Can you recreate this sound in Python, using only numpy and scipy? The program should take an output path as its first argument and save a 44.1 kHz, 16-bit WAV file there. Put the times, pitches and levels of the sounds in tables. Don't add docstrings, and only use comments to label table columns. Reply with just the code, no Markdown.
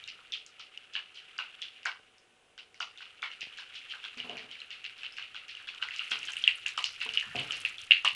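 import sys
import numpy as np
from scipy import signal
from scipy.fft import rfft, irfft
from scipy.io import wavfile

SR = 44100
rng = np.random.default_rng(int(sys.argv[2]) if len(sys.argv) > 2 else 0)


def transcribe(signal):
    frames = np.atleast_2d(signal).T
    limited = np.clip(frames, -1, 1)
    pcm = np.round(limited * 32767).astype(np.int16)
    wavfile.write(sys.argv[1], SR, pcm)


def level_to_linear(level):
    exponent = np.asarray(level, float) / 20
    return 10 ** exponent


N = 359395

# (time [s], click peak [dB], click pitch [Hz], gain of skid and reverberation [dB re click])
TAPS = [(0.0393, -34.5, 3700, -23), (0.077, -33.5, 2920, -8.5), (0.3218, -28.5, 3540, -10),
        (0.3371, -23, 3300, -16), (0.595, -38, 3040, -11.5), (0.775, -29, 2900, -30),
        (0.936, -40.5, 3450, -5.5), (0.9528, -21, 2970, -13), (1.1459, -51, 3320, -6),
        (1.1732, -35.5, 3090, -15.5), (1.3805, -35, 4820, -16), (1.3889, -22, 2840, -11.5),
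        (1.618, -26.5, 3440, -13), (1.831, -40, 2790, -21.5), (1.8533, -29, 2300, -1),
        (2.182, -55, 5340, -21), (2.578, -40, 3060, -10.5), (2.7437, -44.5, 2190, -15.5),
        (2.8026, -40, 4760, -4), (2.806, -25, 2990, -14), (2.9749, -39, 3520, -14.5),
        (3.0087, -39.5, 2950, -6.5), (3.2212, -33.5, 3470, -9.5), (3.2275, -25, 2290, -6),
        (3.315, -33, 2870, -17), (3.4088, -32.5, 2760, -8), (3.4157, -28, 2830, -15),
        (3.573, -43.5, 2960, -4), (3.5858, -43, 2600, -8), (3.7445, -46, 3330, -5),
        (3.7569, -36.5, 3320, -9.5), (3.899, -35.5, 3130, -9), (4.0406, -31, 3350, -13),
        (4.1738, -35.5, 2540, -10), (4.2011, -23, 2950, -15.5), (4.2954, -27.5, 2930, -19),
        (4.3697, -31.5, 2440, -8.5), (4.513, -32.5, 3070, -13.5), (4.554, -35.5, 2300, -22),
        (4.6025, -36, 4080, -23), (4.617, -30, 2810, -20), (4.705, -31.5, 2900, -8.5),
        (4.842, -29.5, 2830, -12), (4.9802, -45, 3130, -10), (5.0327, -28, 2730, -17),
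        (5.048, -29.5, 3010, -14), (5.123, -45, 5160, -16), (5.1682, -35.5, 2710, -8.5),
        (5.184, -26.5, 2760, -16), (5.225, -30, 2930, -15), (5.345, -36.5, 3300, -11.5),
        (5.3639, -28, 2840, -15), (5.4822, -37, 2830, -7.5), (5.551, -32, 2990, -23),
        (5.5703, -32.5, 2790, -14), (5.6725, -37, 3400, -6), (5.6877, -26.5, 2630, -19),
        (5.7476, -35, 2940, -36), (5.8168, -32.5, 2980, -6), (5.8257, -19.5, 2830, -26),
        (5.8865, -27, 2030, -21), (5.908, -27.5, 2740, -12), (5.962, -30.5, 2930, -18),
        (5.9931, -19.5, 2830, -13.5), (6.1082, -30, 2810, -2), (6.1174, -19, 3240, -17),
        (6.23, -26, 2760, -15), (6.2732, -31.5, 3140, -5.5), (6.335, -29.5, 2730, -34),
        (6.3678, -21.5, 2860, -15.5), (6.4393, -13, 3250, -19.5), (6.4769, -4, 2824, -18),
        (6.6618, -16.5, 2750, -16), (6.777, -22, 3020, -9.5), (6.841, -15.5, 2940, -19.5),
        (7.0037, -31, 2750, -5), (7.0144, -20, 2730, -11), (7.0904, -20.5, 2870, -20),
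        (7.1384, -25.5, 2920, -13.5), (7.1735, -10.5, 2904, -17), (7.356, -22.5, 2670, -16),
        (7.379, -25.5, 2980, -5.5), (7.508, -19, 3000, -30), (7.5216, -23.5, 2900, -9.5),
        (7.6504, -14, 2695, -16.5), (7.7824, -30.5, 3400, -14.5), (7.9092, -2.5, 2785, -15),
        (7.918, -3, 2860, -22), (8.0492, -15.5, 2900, -9), (8.076, -9, 2880, -19.5)]


def rms_one(x):
    return x / np.sqrt(np.mean(x ** 2) + 1e-20)


def peak_one(x):
    return x / np.max(np.abs(x))


def in_time(curve):
    s, level_db = np.transpose(curve)
    return np.interp(np.arange(N) / SR, s, level_db)


def coloured(x, spectrum):
    hz, level_db = np.transpose(spectrum)
    bins = np.maximum(np.fft.rfftfreq(len(x), 1 / SR), 1)
    gain = level_to_linear(np.interp(np.log(bins), np.log(hz), level_db))
    return rms_one(irfft(rfft(x) * gain, len(x)))


def band(x, low_hz, high_hz):
    return signal.sosfilt(signal.butter(2, [low_hz, high_hz], "band", fs=SR, output="sos"), x)


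def port(x, bypass_db):
    port_hz, width_hz = 2830, 520
    r = np.exp(-np.pi * width_hz / SR)
    poles = [1, -2 * r * np.cos(2 * np.pi * port_hz / SR), r * r]
    resonance = signal.lfilter(np.array([1, 0, -1]) * (1 - r * r) / 2, poles, x)
    return resonance + level_to_linear(bypass_db) * x


def ring(t, hz, t60, rise_s):
    swell = np.sin(np.pi / 2 * np.minimum(t / rise_s, 1)) ** 2
    return np.sin(2 * np.pi * hz * t) * level_to_linear(-60 * t / t60) * swell


def grains(shape, spread_db, share):
    sizes = level_to_linear(spread_db * np.minimum(rng.exponential(1, shape), 5)) * rng.choice([-1, 1], shape)
    return rms_one(sizes * (rng.random(shape) < share))


def chirps(low_hz, high_hz, cycles, share, spread_db):
    count = N // 500 + 2
    clumps = np.interp(np.arange(N) / 500, np.arange(count), rng.standard_normal(count))
    slips = grains(N, spread_db, share) * level_to_linear(3.06 * clumps)
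    dealt = rng.integers(0, 10, N)
    out = 0
    for k, hz in enumerate(np.geomspace(low_hz, high_hz, 10)):
        r = level_to_linear(-60 * hz / (cycles * SR))
        poles = [1, -2 * r * np.cos(2 * np.pi * hz / SR), r * r]
        rung = signal.lfilter([1, 0, -1], poles, slips * (dealt == k) + 1e-18)
        out = out + rung * np.sqrt(low_hz / hz)
    return rms_one(out)


def tick(count, t):
    noise = rng.standard_normal((count, len(t))) * level_to_linear(-60 * t / 0.007)
    noise = band(band(noise, 3600, 6800), 3000, 7500)
    return np.array([peak_one(n) for n in noise])


def echoes(count):
    room_t60_s = 0.25
    after = np.arange(SR // 3) / SR
    fade = level_to_linear(-60 * after / room_t60_s) * np.clip((after - 0.003) / 0.0045, 0, 1)
    dense = grains((count, len(after)), spread_db=2.5, share=0.12)
    catches = grains((count, len(after)), spread_db=3.5, share=0.005)
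    return fade * (0.85 * dense + 0.52 * catches)


def repeated(sound, echo):
    return signal.fftconvolve(echo, sound / np.sqrt(np.sum(sound ** 2)))[:len(echo)]


def struck(events, direct, tails):
    out = np.zeros(N + SR)
    for row, sound, tail in zip(events, direct, tails):
        at = round(row[0] * SR)
        out[at:at + len(sound)] += level_to_linear(row[1]) * sound
        out[at:at + len(tail)] += level_to_linear(row[1]) * tail
    return out[:N]


def background():
    # (frequency [Hz], level [dB rms])
    whine_tones = [(753.7, -79.5), (1507, -84), (8786, -97.5)]
    # (frequency [Hz], relative density [dB per Hz])
    hiss_spectrum = [(20, -15.5), (150, -12), (300, -9), (450, -4.5), (700, -10), (1000, -11),
                     (1900, -11.5), (2900, -6.5), (4400, -20.5), (10000, -22.5), (12000, -42)]
    # (time [s], level [dB rms])
    rumble_curve = [(0.0, -73), (0.88, -87.5), (5.99, -74.5), (7.53, -66.5), (8.15, -71.5)]
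    rumble_spectrum = [(20, -5), (45, -8), (70, -10.0), (100, -1.0), (150, -13), (300, -28.5)]
    t = np.arange(N) / SR
    hiss = level_to_linear(-66.5) * coloured(rng.standard_normal(N), hiss_spectrum)
    whines = sum(np.sqrt(2) * level_to_linear(level_db) * np.sin(2 * np.pi * hz * t) for hz, level_db in whine_tones)
    rumble = level_to_linear(in_time(rumble_curve)) * coloured(rng.standard_normal(N), rumble_spectrum)
    return hiss + whines + rumble


def heaves():
    # (time [s], gain [dB])
    low_booms = [(4.244, -69), (4.369, -62), (7.259, -50), (7.349, -40.5), (7.389, -53), (8.124, -55)]
    t60_s = 0.35
    t = np.arange(SR // 2) / SR
    wobble = rms_one(band(rng.standard_normal((len(low_booms), len(t))), low_hz=90, high_hz=190))
    swell = level_to_linear(-60 * t / t60_s) * np.minimum(t / 0.015, 1)
    boom = 0.43 * ring(t, 132, t60_s, rise_s=0.013)
    return struck(low_booms, [boom] * len(low_booms), 0.6 * swell * wobble)


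def clunks():
    # (time [s], peak [dB])
    dull_clicks = [(0.958, -51), (1.998, -50), (3.431, -45), (3.471, -45.5)]
    t = np.arange(SR // 20) / SR
    push = peak_one(band(np.exp(-t / 0.00023), low_hz=70, high_hz=1100))
    return struck(dull_clicks, [push] * len(dull_clicks), [0 * push] * len(dull_clicks))


def bumps():
    # (time [s], shell peak before fading [dB], t60 of rattle and boom [s])
    blows = [(4.17, -47.5, 0.55), (4.243, -44, 0.87), (4.294, -38.5, 0.63), (4.33, -43.5, 0.34),
             (4.439, -52, 0.33), (6.112, -49.5, 1), (7.058, -45, 0.48), (7.348, -32, 0.37),
             (7.388, -41, 0.99)]
    # (frequency [Hz], mean relative level [dB], t60 before the blow's fade [s])
    shell_modes = [(246.6, 5.5, 0.25), (420, 6, 0.2), (443, 1.5, 0.97), (525, -6, 0.49), (709, 7, 0.34),
                   (1030, 1, 0.13)]
    rattle_share, boom_db = 0.3, -17.5
    t, out = np.arange(SR // 2) / SR, np.zeros(N + SR)
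    strengths = rng.standard_normal((len(blows), len(shell_modes)))
    rattles = band(rng.standard_normal((len(blows), len(t))), low_hz=165, high_hz=950)
    for (s, peak_db, t60), strength, rattle in zip(blows, strengths, rattles):
        t60 = max(t60, 0.02)
        fade = level_to_linear(-60 * t / t60)
        shell = sum(level_to_linear(level_db + 4.5 * d) * ring(t, hz, mode_t60, rise_s=0.001)
                    for (hz, level_db, mode_t60), d in zip(shell_modes, strength))
        shell = peak_one(shell) * np.sqrt(fade)
        dull = rattle_share * rms_one(rattle) * np.minimum(t / 0.011, 1) * fade
        boom = level_to_linear(boom_db) * ring(t, 130, t60, rise_s=0.045)
        at = round(s * SR)
        out[at:at + len(t)] += level_to_linear(peak_db) * (shell + dull + boom)
    return out[:N]


def knocks():
    # (time [s], ring peak [dB], pitch [Hz])
    pad_landings = [(0.19, -45.5, 1380), (0.598, -43.5, 1360), (0.953, -30.5, 1680), (1.387, -27, 1520),
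                    (1.857, -19.5, 1564), (2.579, -44, 1550), (2.804, -25.5, 1400), (3.006, -39.5, 1530),
                    (3.228, -27.5, 1410), (3.586, -35, 1640), (3.937, -34, 1600), (4.04, -37.5, 1590),
                    (5.032, -40, 1620), (5.183, -35.5, 1620), (5.346, -38.5, 1500), (5.6, -43, 1610),
                    (5.675, -38, 1660), (5.741, -42.5, 1430), (5.825, -26, 1540), (6.116, -27, 1490),
                    (6.287, -32, 1610), (6.47, -32, 1960), (6.659, -33.5, 1730), (6.778, -22.5, 1276),
                    (7.015, -35.5, 1510), (7.062, -37, 1000), (7.226, -30.5, 1800), (7.313, -36, 1820),
                    (7.506, -39, 1710), (7.649, -37.5, 1690), (7.907, -30.5, 1780), (8.047, -19.5, 1200)]
    t, echo = np.arange(SR // 25) / SR, echoes(count=len(pad_landings))
    direct = [peak_one(ring(t, row[2], t60=0.014, rise_s=0.0012)) for row in pad_landings]
    reflected = np.array([repeated(d, e) for d, e in zip(direct, echo)])
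    dull = level_to_linear(11) * band(echo, low_hz=900, high_hz=2300)
    return struck(pad_landings, direct, level_to_linear(-16) * (reflected + dull))


def snaps():
    # (time [s], click peak [dB], pitch [Hz])
    releases = [(0.464, -39.5, 6900), (1.854, -35, 6980), (6.104, -44, 6840), (6.253, -33, 6400),
                (6.32, -32.5, 6350), (6.3684, -36.5, 9050), (6.4757, -35, 8340), (6.557, -42, 9900),
                (6.666, -32, 6840), (6.682, -28.5, 6800), (6.782, -33, 7500), (6.826, -37, 6230),
                (7.1412, -50, 7200), (7.199, -36, 6500), (7.444, -50, 9380), (7.5055, -79, 8200),
                (7.605, -39, 10000), (7.6535, -46, 9650), (7.9089, -49, 6600), (8.0491, -29.5, 8100)]
    t, out = np.arange(SR // 12) / SR, np.zeros(N + SR)
    glow = rng.standard_normal((len(releases), len(t))) * level_to_linear(-12.5 - 60 * t / 0.18)
    for (s, peak_db, hz), noise in zip(releases, glow):
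        click = peak_one(ring(t, hz, t60=0.004, rise_s=0.00015))
        at = round(s * SR)
        out[at:at + len(t)] += level_to_linear(peak_db) * (click + band(noise, 0.75 * hz, 1.1 * hz))
    return out[:N]


def rakes():
    # (time [s], tick peak [dB])
    claw_edges = [(0.0765, -34.5), (0.3217, -30.5), (0.4638, -42), (0.597, -40), (0.936, -39.5),
                  (1.1458, -48.5), (1.382, -38), (1.6183, -35), (1.8557, -30.5), (2.802, -34),
                  (3.408, -34.5), (3.585, -41), (5.962, -33.5), (6.111, -27.5), (6.4238, -36),
                  (6.6622, -33.5), (6.7754, -29), (6.8421, -18.5), (7.1365, -30.5), (7.521, -29),
                  (8.047, -25)]
    t, echo = np.arange(SR // 40) / SR, echoes(count=len(claw_edges))
    rasp = level_to_linear(10.0) * band(band(echo, low_hz=3700, high_hz=5460), low_hz=3300, high_hz=7100)
    return struck(claw_edges, tick(len(claw_edges), t), level_to_linear(-15) * rasp)


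def drag():
    # (time [s], scrape level [dB rms])
    drag_curve = [(0.0, -54.5), (0.5, -61), (1.61, -54.5), (2.11, -67), (2.52, -91), (2.97, -57.5),
                  (4.22, -50), (4.45, -53.5), (5.7, -54), (6.01, -45), (6.83, -51.5), (7.56, -43.5),
                  (7.76, -51.5), (7.9, -52), (8.15, -51)]
    wall_db, grit_dry_db, grit_wet_db = -9, -20, -7.5
    wet_from_s, wetting_s = 5.89, 0.3
    grit_fade_db_per_s = 58
    t, tap_s = np.arange(N) / SR, np.transpose(TAPS)[0]
    wet = np.clip((t - wet_from_s) / wetting_s, 0, 1)
    latest = np.maximum(np.searchsorted(tap_s, t) - 1, 0)
    since_s = np.abs(t - tap_s[latest])
    slips = chirps(low_hz=2070, high_hz=3930, cycles=10.5, share=0.06, spread_db=2.5)
    scrape = rms_one(port(slips, bypass_db=-12.5))
    grit = chirps(low_hz=4300, high_hz=10500, cycles=16.0, share=0.014, spread_db=4.3)
    wall = chirps(low_hz=1250, high_hz=1900, cycles=20.0, share=0.04, spread_db=3.5)
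    wall = rms_one(band(wall, 1150, 2300))
    grit_db = grit_dry_db + (grit_wet_db - grit_dry_db) * wet
    grit_db = grit_db - grit_fade_db_per_s * np.minimum(since_s, 0.2)
    return level_to_linear(in_time(drag_curve)) * (scrape + level_to_linear(grit_db) * grit + level_to_linear(wall_db) * wall)


def taps():
    tick_db, tick_growth = -48.5, 0.31
    first_claw_db, same_paw_s = 5.5, 0.045
    t, echo = np.arange(SR // 40) / SR, echoes(count=len(TAPS))
    s, peak_db, pitch_hz, tail_db = np.transpose(TAPS)
    own = np.array([band(e, 0.66 * hz, 1.36 * hz) for e, hz in zip(echo, pitch_hz)])
    middle = level_to_linear(17.0) * port(band(own, low_hz=1500, high_hz=4540), bypass_db=-4.5)
    bright = level_to_linear(14.0) * band(band(echo, low_hz=4100, high_hz=5474), low_hz=3400, high_hz=7840)
    clicks = [peak_one(ring(t, hz, t60=0.012, rise_s=0.0009)) for hz in pitch_hz]
    first = np.diff(s, prepend=-1) > same_paw_s
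    level_db = tick_db + tick_growth * (peak_db + 30) + first_claw_db * first
    ticks = level_to_linear(level_db - peak_db)[:, None]
    direct = clicks + ticks * tick(len(TAPS), t)
    reflected = 0.54 * np.array([repeated(c, e) for c, e in zip(clicks, echo)])
    tails = reflected + ticks ** 0.37 * middle + ticks * bright
    return struck(TAPS, direct, level_to_linear(tail_db)[:, None] * tails)


def scene():
    steady = background()
    tub = heaves() + clunks() + bumps() + knocks()
    claws = snaps() + rakes() + drag() + taps()
    return (steady + tub + claws)[None]


def band_limit(x):
    return signal.sosfilt(signal.butter(12, 12250, fs=SR, output="sos"), x)


def record(dry):
    mix = signal.sosfilt(signal.butter(8, 11200, fs=SR, output="sos"), dry)
    return band_limit(mix)


dry = scene()
out = record(dry)
transcribe(out)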